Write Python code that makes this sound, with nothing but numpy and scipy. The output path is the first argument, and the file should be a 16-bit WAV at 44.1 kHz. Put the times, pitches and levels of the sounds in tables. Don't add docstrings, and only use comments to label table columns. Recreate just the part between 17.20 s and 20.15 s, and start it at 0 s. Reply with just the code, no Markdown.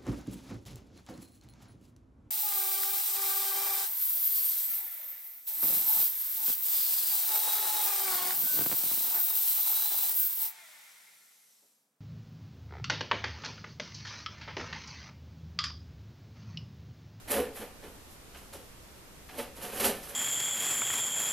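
import sys
import numpy as np
from scipy import signal
from scipy.fft import rfft, irfft, next_fast_len
from scipy.io import wavfile
from scipy.ndimage import uniform_filter1d

SR = 44100
rng = np.random.default_rng(int(sys.argv[2]) if len(sys.argv) > 2 else 0)


def output_pcm(signal):
    pcm = np.clip(np.atleast_2d(signal).T, -1, 1) * 32767
    wavfile.write(sys.argv[1], SR, np.round(pcm).astype(np.int16))


def level_to_linear(level):
    exponent = np.asarray(level, float) / 20
    return 10 ** exponent


N = 130095


def evened(x):
    return x / np.sqrt(np.mean(x ** 2) + 1e-20)


def read(points, hz):
    f, value = np.transpose(points)
    return np.interp(np.log(hz + 1), np.log(f + 1), value)


def coloured(x, points):
    hz = abs(np.fft.fftfreq(4096, 1 / SR))
    below = (points[0][0] / 3, points[0][1] - 30)
    above = (SR / 2, points[-1][1] - 10)
    logs = read([below] + list(points) + [above], hz) * np.log(10) / 20
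    response = np.exp(np.conj(signal.hilbert(logs)))
    impulse = np.fft.ifft(response).real[:2048]
    return signal.oaconvolve(x, impulse)[:len(x)]


def rings(x, modes):
    out = np.zeros(len(x))
    for k, (hz, width, db) in enumerate(modes):
        r = np.exp(-np.pi * width / SR)
        pole = r * np.exp(2j * np.pi * hz / SR)
        ring = 2 * signal.lfilter([1 - r], [1, -pole], x).real
        out += (-1) ** k * level_to_linear(db) * ring
    return out


def snaps(per_s, spread_db):
    size = level_to_linear(spread_db * np.minimum(rng.exponential(1, N), 4))
    size = size * rng.choice([-1., 1.], N)
    return evened(size * (rng.random(N) < per_s / SR))


def air():
    # frequency in Hz, level in dB per Hz
    air_tone = [(20, -4), (60, -4), (122, -10.5), (443, -14), (745, -17.5), (5000, -26), (11000, -27.5),
                (14000, -28)]
    # frequency in Hz, left-right likeness from 0 to 1
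    air_same = [(60, 0.85), (230, 0.57), (920, 0.22), (3590, 0.013), (14000, 0.027)]
    # frequency in Hz, left minus right in dB
    air_lean = [(60, 0), (370, -1), (2280, -0.5), (14000, -1.0)]
    level_db, patch_db = -52.5, 0.29
    frames, hz = N // 512 + 5, np.fft.rfftfreq(2048, 1 / SR)
    a, b, c, d, patches = rng.standard_normal((frames, 1025, 5)).T
    patches = uniform_filter1d(patches, size=20, axis=0)
    patches = evened(uniform_filter1d(patches, size=6, axis=1))
    same = np.clip(read(air_same, hz), -1, 1)[:, None]
    left, other = a + 1j * b, c + 1j * d
    z = np.array([left, same * left + np.sqrt(1 - same ** 2) * other])
    lean = read(air_lean, hz)[:, None] / 2
    z *= level_to_linear(read(air_tone, hz)[:, None] + patch_db * patches + np.array([lean, -lean]))
    out = signal.istft(z, nperseg=2048, noverlap=1536)[1][:, :N]
    return level_to_linear(level_db) * out / np.std(out.mean(0))


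def blade():
    # time in seconds, speed in dB, pressure in dB
    entry = [(0.072, -68, -58), (0.079, -50, -36), (0.082, -45.5, -42), (0.102, -42, -33.5),
             (0.109, -33.5, -38), (0.118, -26.5, -40), (0.13, -36, -31)]
    first_cut = [(0.129, -35, -33), (0.142, -35.5, -31.5), (0.202, -42, -30), (0.324, -69.5, -57),
                 (0.34, -62, -48)]
    first_wiggles = [
        [(0.34, -63, -58), (0.36, -46.5, -48.5), (0.428, -51, -39.5), (0.486, -64, -51.5), (0.554, -80, -66),
         (0.58, -79, -58)],
        [(0.6, -75, -66), (0.62, -78, -54), (0.63, -62, -45), (0.652, -60.5, -45), (0.74, -69, -63),
         (0.76, -65, -61)],
    ]
    searching = [
        [(0.9, -60, -62), (0.91, -62, -80), (0.926, -59.5, -72), (0.944, -65, -70), (0.96, -64, -71)],
        [(1.13, -71, -59), (1.182, -57, -49.5), (1.206, -65, -65), (1.218, -62, -59), (1.3, -71, -78)],
        [(1.325, -63, -50), (1.336, -49.5, -45.5), (1.391, -64, -52.5), (1.451, -70, -69), (1.48, -73, -78)],
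    ]
    stab = [(2.07, -64, -96), (2.098, -63, -47), (2.174, -52.5, -44), (2.189, -42, -38.5),
            (2.2, -45.5, -42), (2.232, -48, -46.5), (2.25, -57, -44), (2.32, -71, -61), (2.34, -68, -63)]
    lever = [(2.339, -76, -70), (2.362, -54, -61), (2.377, -52, -43.5), (2.406, -54.5, -49),
             (2.428, -43.5, -45), (2.442, -44.5, -41.5), (2.516, -50, -46), (2.53, -49, -35)]
    rip = [(2.529, -45, -44), (2.594, -40.5, -36), (2.602, -33, -36.5), (2.613, -34.5, -29),
           (2.63, -37, -35.5), (2.654, -27, -30), (2.708, -38.5, -37.5), (2.742, -50, -36),
           (2.76, -48, -51)]
    tilt = [(2.76, -50, -42.5), (2.816, -54.5, -55), (2.836, -47.5, -48.5), (2.881, -51, -51.5),
            (2.897, -46.5, -50.5), (2.93, -53, -48), (2.95, -52, -40)]
    rest_db = -85.0
    t, out = np.arange(N) / SR, np.full((2, N), rest_db)
    for stroke in [entry, first_cut, *first_wiggles, *searching, stab, lever, rip, tilt]:
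        s, *controls = np.transpose(stroke)
        out = np.maximum(out, [np.interp(t, s, c, rest_db, rest_db) for c in controls])
    return uniform_filter1d(out, size=60, axis=1)


def fibres(speed_db):
    # frequency in Hz, level in dB per Hz
    fibre_tone = [(2500, -31), (4000, -9.5), (6000, -9.5), (8500, -6), (10500, -0.5), (12000, 1),
                  (14000, -7)]
    # start in seconds, peak in dB
    cracks = [(.0784, -44), (.0815, -39), (.0842, -38), (.098, -33), (.1054, -29), (.1101, -19),
              (.1179, -12.5), (.1217, -25), (.1656, -29), (.238, -41), (.3532, -43), (.3592, -41),
              (.3713, -38), (.3757, -39), (1.3326, -42), (1.3355, -43), (2.182, -39), (2.185, -40),
              (2.1896, -35), (2.3679, -44), (2.3815, -42), (2.4327, -35), (2.4541, -36), (2.4628, -38),
              (2.4856, -39), (2.5631, -32), (2.6024, -24), (2.6445, -22), (2.6578, -23), (2.7757, -41),
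              (2.839, -40), (2.8898, -38), (2.898, -37)]
    fibres_per_s, spread_db, clump_db = 16000, 3, 0.5
    fibre_db, crack_db = 2, 9
    clumps = evened(uniform_filter1d(rng.standard_normal(N), size=130))
    breaks = snaps(fibres_per_s, spread_db) * level_to_linear(clump_db * clumps)
    norm = np.std(coloured(breaks, fibre_tone))
    breaks = breaks * level_to_linear(speed_db + fibre_db)
    for s, db in cracks:
        breaks[round(s * SR)] = level_to_linear(db + crack_db)
    twin = breaks * rng.choice([-1., 1.], N)
    return coloured(breaks, fibre_tone) / norm, coloured(twin, fibre_tone) / norm


def dragged(x):
    # time in seconds, gain of the coarse part in dB
    drag = [
        (.05, -7),
        (.3, -2),
        (.5, 0),
        (1.3, 5),
        (1.5, 10),
        (2.1, 0),
        (2.95, 2),
    ]
    coarse_hz = 7800
    coarse = signal.sosfiltfilt(signal.butter(2, coarse_hz, fs=SR, output="sos"), x)
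    gain = level_to_linear(np.interp(np.arange(N) / SR, *np.transpose(drag)))
    return x + (gain - 1) * coarse


def panel(speed_db, press_db):
    # frequency in Hz, level in dB per Hz
    panel_tone = [(450, -24), (700, -3), (1200, -2.5), (1700, -4), (3200, -7), (4200, -14), (7000, -21),
                  (10000, -34)]
    # frequency in Hz, width in Hz, level in dB
    panel_rings = [(1040, 10.4, -11.5), (1366, 20, 0), (1761, 17, -7), (2367, 16, -11), (2453, 23, -6.5),
                   (2830, 10, -3), (2948, 33, -7.5), (3412, 17, -12), (3947, 24, -6)]
    # start in seconds, peak in dB
    taps = [
        (0.0814, -43),
        (0.1176, -43),
        (0.633, -41.5),
        (1.147, -34.5),
        (1.334, -41.5),
        (2.0892, -35),
        (2.19, -25.5),
        (2.4157, -31.5),
        (2.643, -24),
    ]
    # start in seconds, peak in dB
    knocks = [(.0922, -36), (.1016, -33), (.111, -30), (.1188, -28), (.1509, -29), (.1645, -29),
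              (.1722, -28), (.2095, -33), (.2489, -37), (.4102, -39), (1.1595, -42), (1.338, -41),
              (2.0949, -40), (2.1912, -32), (2.1972, -31), (2.2034, -33), (2.6046, -26), (2.6133, -26),
              (2.6182, -27), (2.6333, -27), (2.6445, -23), (2.6549, -23)]
    rasp_db, speed_share, rasp_per_s, rasp_spread_db, clump_db = -3, 0.49, 8000, 0.31, 1.5
    tap_db, tap_t60_s, knock_db = -13.5, 0.17, 2
    t = np.arange(N) / SR
    drive = level_to_linear(speed_share * speed_db + (1 - speed_share) * press_db + rasp_db)
    for s, db in taps:
        tap = (t > s) * level_to_linear(db + tap_db - 60 * np.maximum(t - s, 0) / tap_t60_s)
        drive = np.hypot(drive, tap)
    rasp = snaps(rasp_per_s, rasp_spread_db)
    clumps = evened(uniform_filter1d(uniform_filter1d(rasp, size=150), size=150))
    rasp = rasp * level_to_linear(clump_db * clumps)

    def through_panel(x):
        return coloured(x, panel_tone) + rings(x, panel_rings)

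    drive = rasp * drive
    for s, db in knocks:
        drive[round(s * SR)] += level_to_linear(db + knock_db)
    return through_panel(drive) / np.std(through_panel(rasp))


def box(press_db):
    # frequency in Hz, width in Hz, level in dB
    walls = [(340, 43, -7), (398, 13, -3), (437, 13.6, -1.5), (490, 12, -0.5), (556.3, 37, -3),
             (701, 29, -7.5), (760, 9.7, -3), (878, 28, -11)]
    # frequency in Hz, width
    # in Hz, level in dB
    shell = [(68, 17, -9.5), (176, 41, -8), (217, 42, -7), (268, 30, -4.5)]
    box_db, slips_per_s, spread_db = -5, 500, 2
    shell_pivot_db, steepness = -40.5, 0.93
    slips = snaps(slips_per_s, spread_db)
    shell_press_db = shell_pivot_db + steepness * (press_db - shell_pivot_db)
    both = rings(slips * level_to_linear(press_db), walls) + rings(slips * level_to_linear(shell_press_db), shell)
    return level_to_linear(box_db) * both / np.std(rings(slips, walls + shell))


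def jolts():
    # start in seconds, peak in dB, wall pitch in Hz, hold in seconds
    wall_jolts = [(.08, -49, 860, 0.045), (.095, -39.5, 268, 0.031), (.105, -36, 575, 0.017),
                  (.112, -32, 437, 0.0082), (.115, -38, 490, 0.02), (.135, -50, 760, 0.041),
                  (.15, -33.5, 268, 0.032), (.15, -35, 222.4, 0.036), (.155, -35.5, 556.3, 0.044),
                  (.155, -40, 706, 0.022), (.16, -46.5, 1040, .025), (.175, -36.5, 437, 0.022),
                  (.178, -33.5, 490, 0.044), (.235, -46, 437, .015), (.26, -42.5, 495.3, 0.021),
                  (.275, -51, 331.4, 0.013), (.39, -45, 220.6, 0.031), (.41, -44, 485, 0.018),
                  (.64, -47.5, 490, 0.016), (1.335, -54.5, 420, 0.016), (2.178, -36, 567.4, 0.018),
                  (2.18, -37, 458, 0.016), (2.18, -45, 866, 0.011), (2.18, -42, 239.2, 0.023),
                  (2.26, -49, 524, .015), (2.425, -47.5, 551, 0.017), (2.43, -46.5, 212, 0.033),
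                  (2.435, -46, 727, 0.013), (2.45, -52, 455, .05), (2.54, -47, 265, 0.015),
                  (2.59, -35, 556, 0.015), (2.595, -39.5, 224.4, 0.026), (2.6, -42, 469.5, 0.0091),
                  (2.61, -37.5, 400, 0.029), (2.64, -32.5, 545, .022), (2.632, -35.5, 265, 0.022),
                  (2.645, -38, 696, .02), (2.65, -36, 398, 0.034), (2.645, -32, 223.7, 0.044),
                  (2.695, -39, 563, 0.012), (2.7, -39, 407.2, .012), (2.855, -54.5, 578, 0.017),
                  (2.905, -48.5, 570, .04)]
    rise_s, t60_s, wobble_depth = 0.011, 0.1, 0.21
    t, out = np.arange(N) / SR, np.zeros(N)
    wobble = uniform_filter1d(rng.standard_normal((2, N)), size=500)
    wobble = evened(uniform_filter1d(wobble, size=500))
    for k, (s, db, hz, hold) in enumerate(wall_jolts):
        u = np.maximum(t - s, 0)
        rise = np.sin(np.pi / 2 * np.minimum(u / rise_s, 1)) ** 2
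        fall = level_to_linear(db - 60 * np.maximum(u - rise_s - hold, 0) / t60_s)
        a, b = wobble_depth * np.roll(wobble, k * N // len(wall_jolts), axis=1)
        tone = ((1 + a + 1j * b) * np.exp(2j * np.pi * hz * t)).real
        out += rise * fall * tone
    return out


def ports(x, twin):
    # frequency in Hz, left-right likeness from 0 to 1
    near_same = [(60, 0.87), (2000, 0.91), (6000, 0.98), (7500, 0.4), (10000, 0.24), (14000, 0.091)]
    # frequency in Hz, left minus right in dB
    near_lean = [(60, -8), (300, -.5), (5000, -0.5), (8000, -2.5), (14000, -4)]
    size = next_fast_len(N + 4096)
    hz = np.fft.rfftfreq(size, 1 / SR)
    same = np.clip(read(near_same, hz), 0, 1)
    lean = read(near_lean, hz) / 2
    mid = rfft(x, size) * np.sqrt((1 + same) / 2)
    side = rfft(twin, size) * np.sqrt((1 - same) / 2)
    return irfft([(mid + side) * level_to_linear(lean), (mid - side) * level_to_linear(-lean)], size)[:, :N]


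def room(x):
    # frequency in Hz, t60 in seconds
    room_t60 = [(100, 0.4), (500, 0.47), (3000, 0.43), (12000, 0.21)]
    # frequency in Hz, left-right likeness from 0 to 1
    room_same = [(100, 1), (1200, 0.94), (2300, 1), (6000, 1), (8000, 0.13)]
    echoes = np.zeros((2, SR // 2))
    at = np.arange(300, SR // 2 - 20, 20) + rng.integers(0, 20, (2, (SR // 2 - 301) // 20))
    np.put_along_axis(echoes, at, rng.choice([-1., 1.], at.shape), 1)
    hz, t, z = signal.stft(echoes, SR, nperseg=256)
    same = np.clip(read(room_same, hz), 0, 1)[:, None]
    z = np.array([z[0], same * z[0] + np.sqrt(1 - same ** 2) * z[1]])
    decay = level_to_linear(-60 * t / read(room_t60, hz)[:, None])
    tail = signal.istft(z * decay, SR, nperseg=256)[1]
    return signal.fftconvolve(x[None], tail / np.linalg.norm(tail[0]), axes=1)[:, :N]


def scene():
    speed_db, press_db = blade()
    crackle, twin = map(dragged, fibres(speed_db))
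    near = crackle + panel(speed_db, press_db) + box(press_db) + jolts()
    room_db = -11
    return ports(near, twin) + level_to_linear(room_db) * room(near) + air()


def top_cut(x):
    return signal.sosfilt(signal.butter(12, 14440, fs=SR, output="sos"), x)


def record(dry):
    edge_hz = 14310
    lowpass = signal.firwin(2047, edge_hz, window=("kaiser", 9), fs=SR)
    limited = signal.oaconvolve(dry, lowpass[None], "same")
    return top_cut(limited)


dry = scene()
out = record(dry)
output_pcm(out)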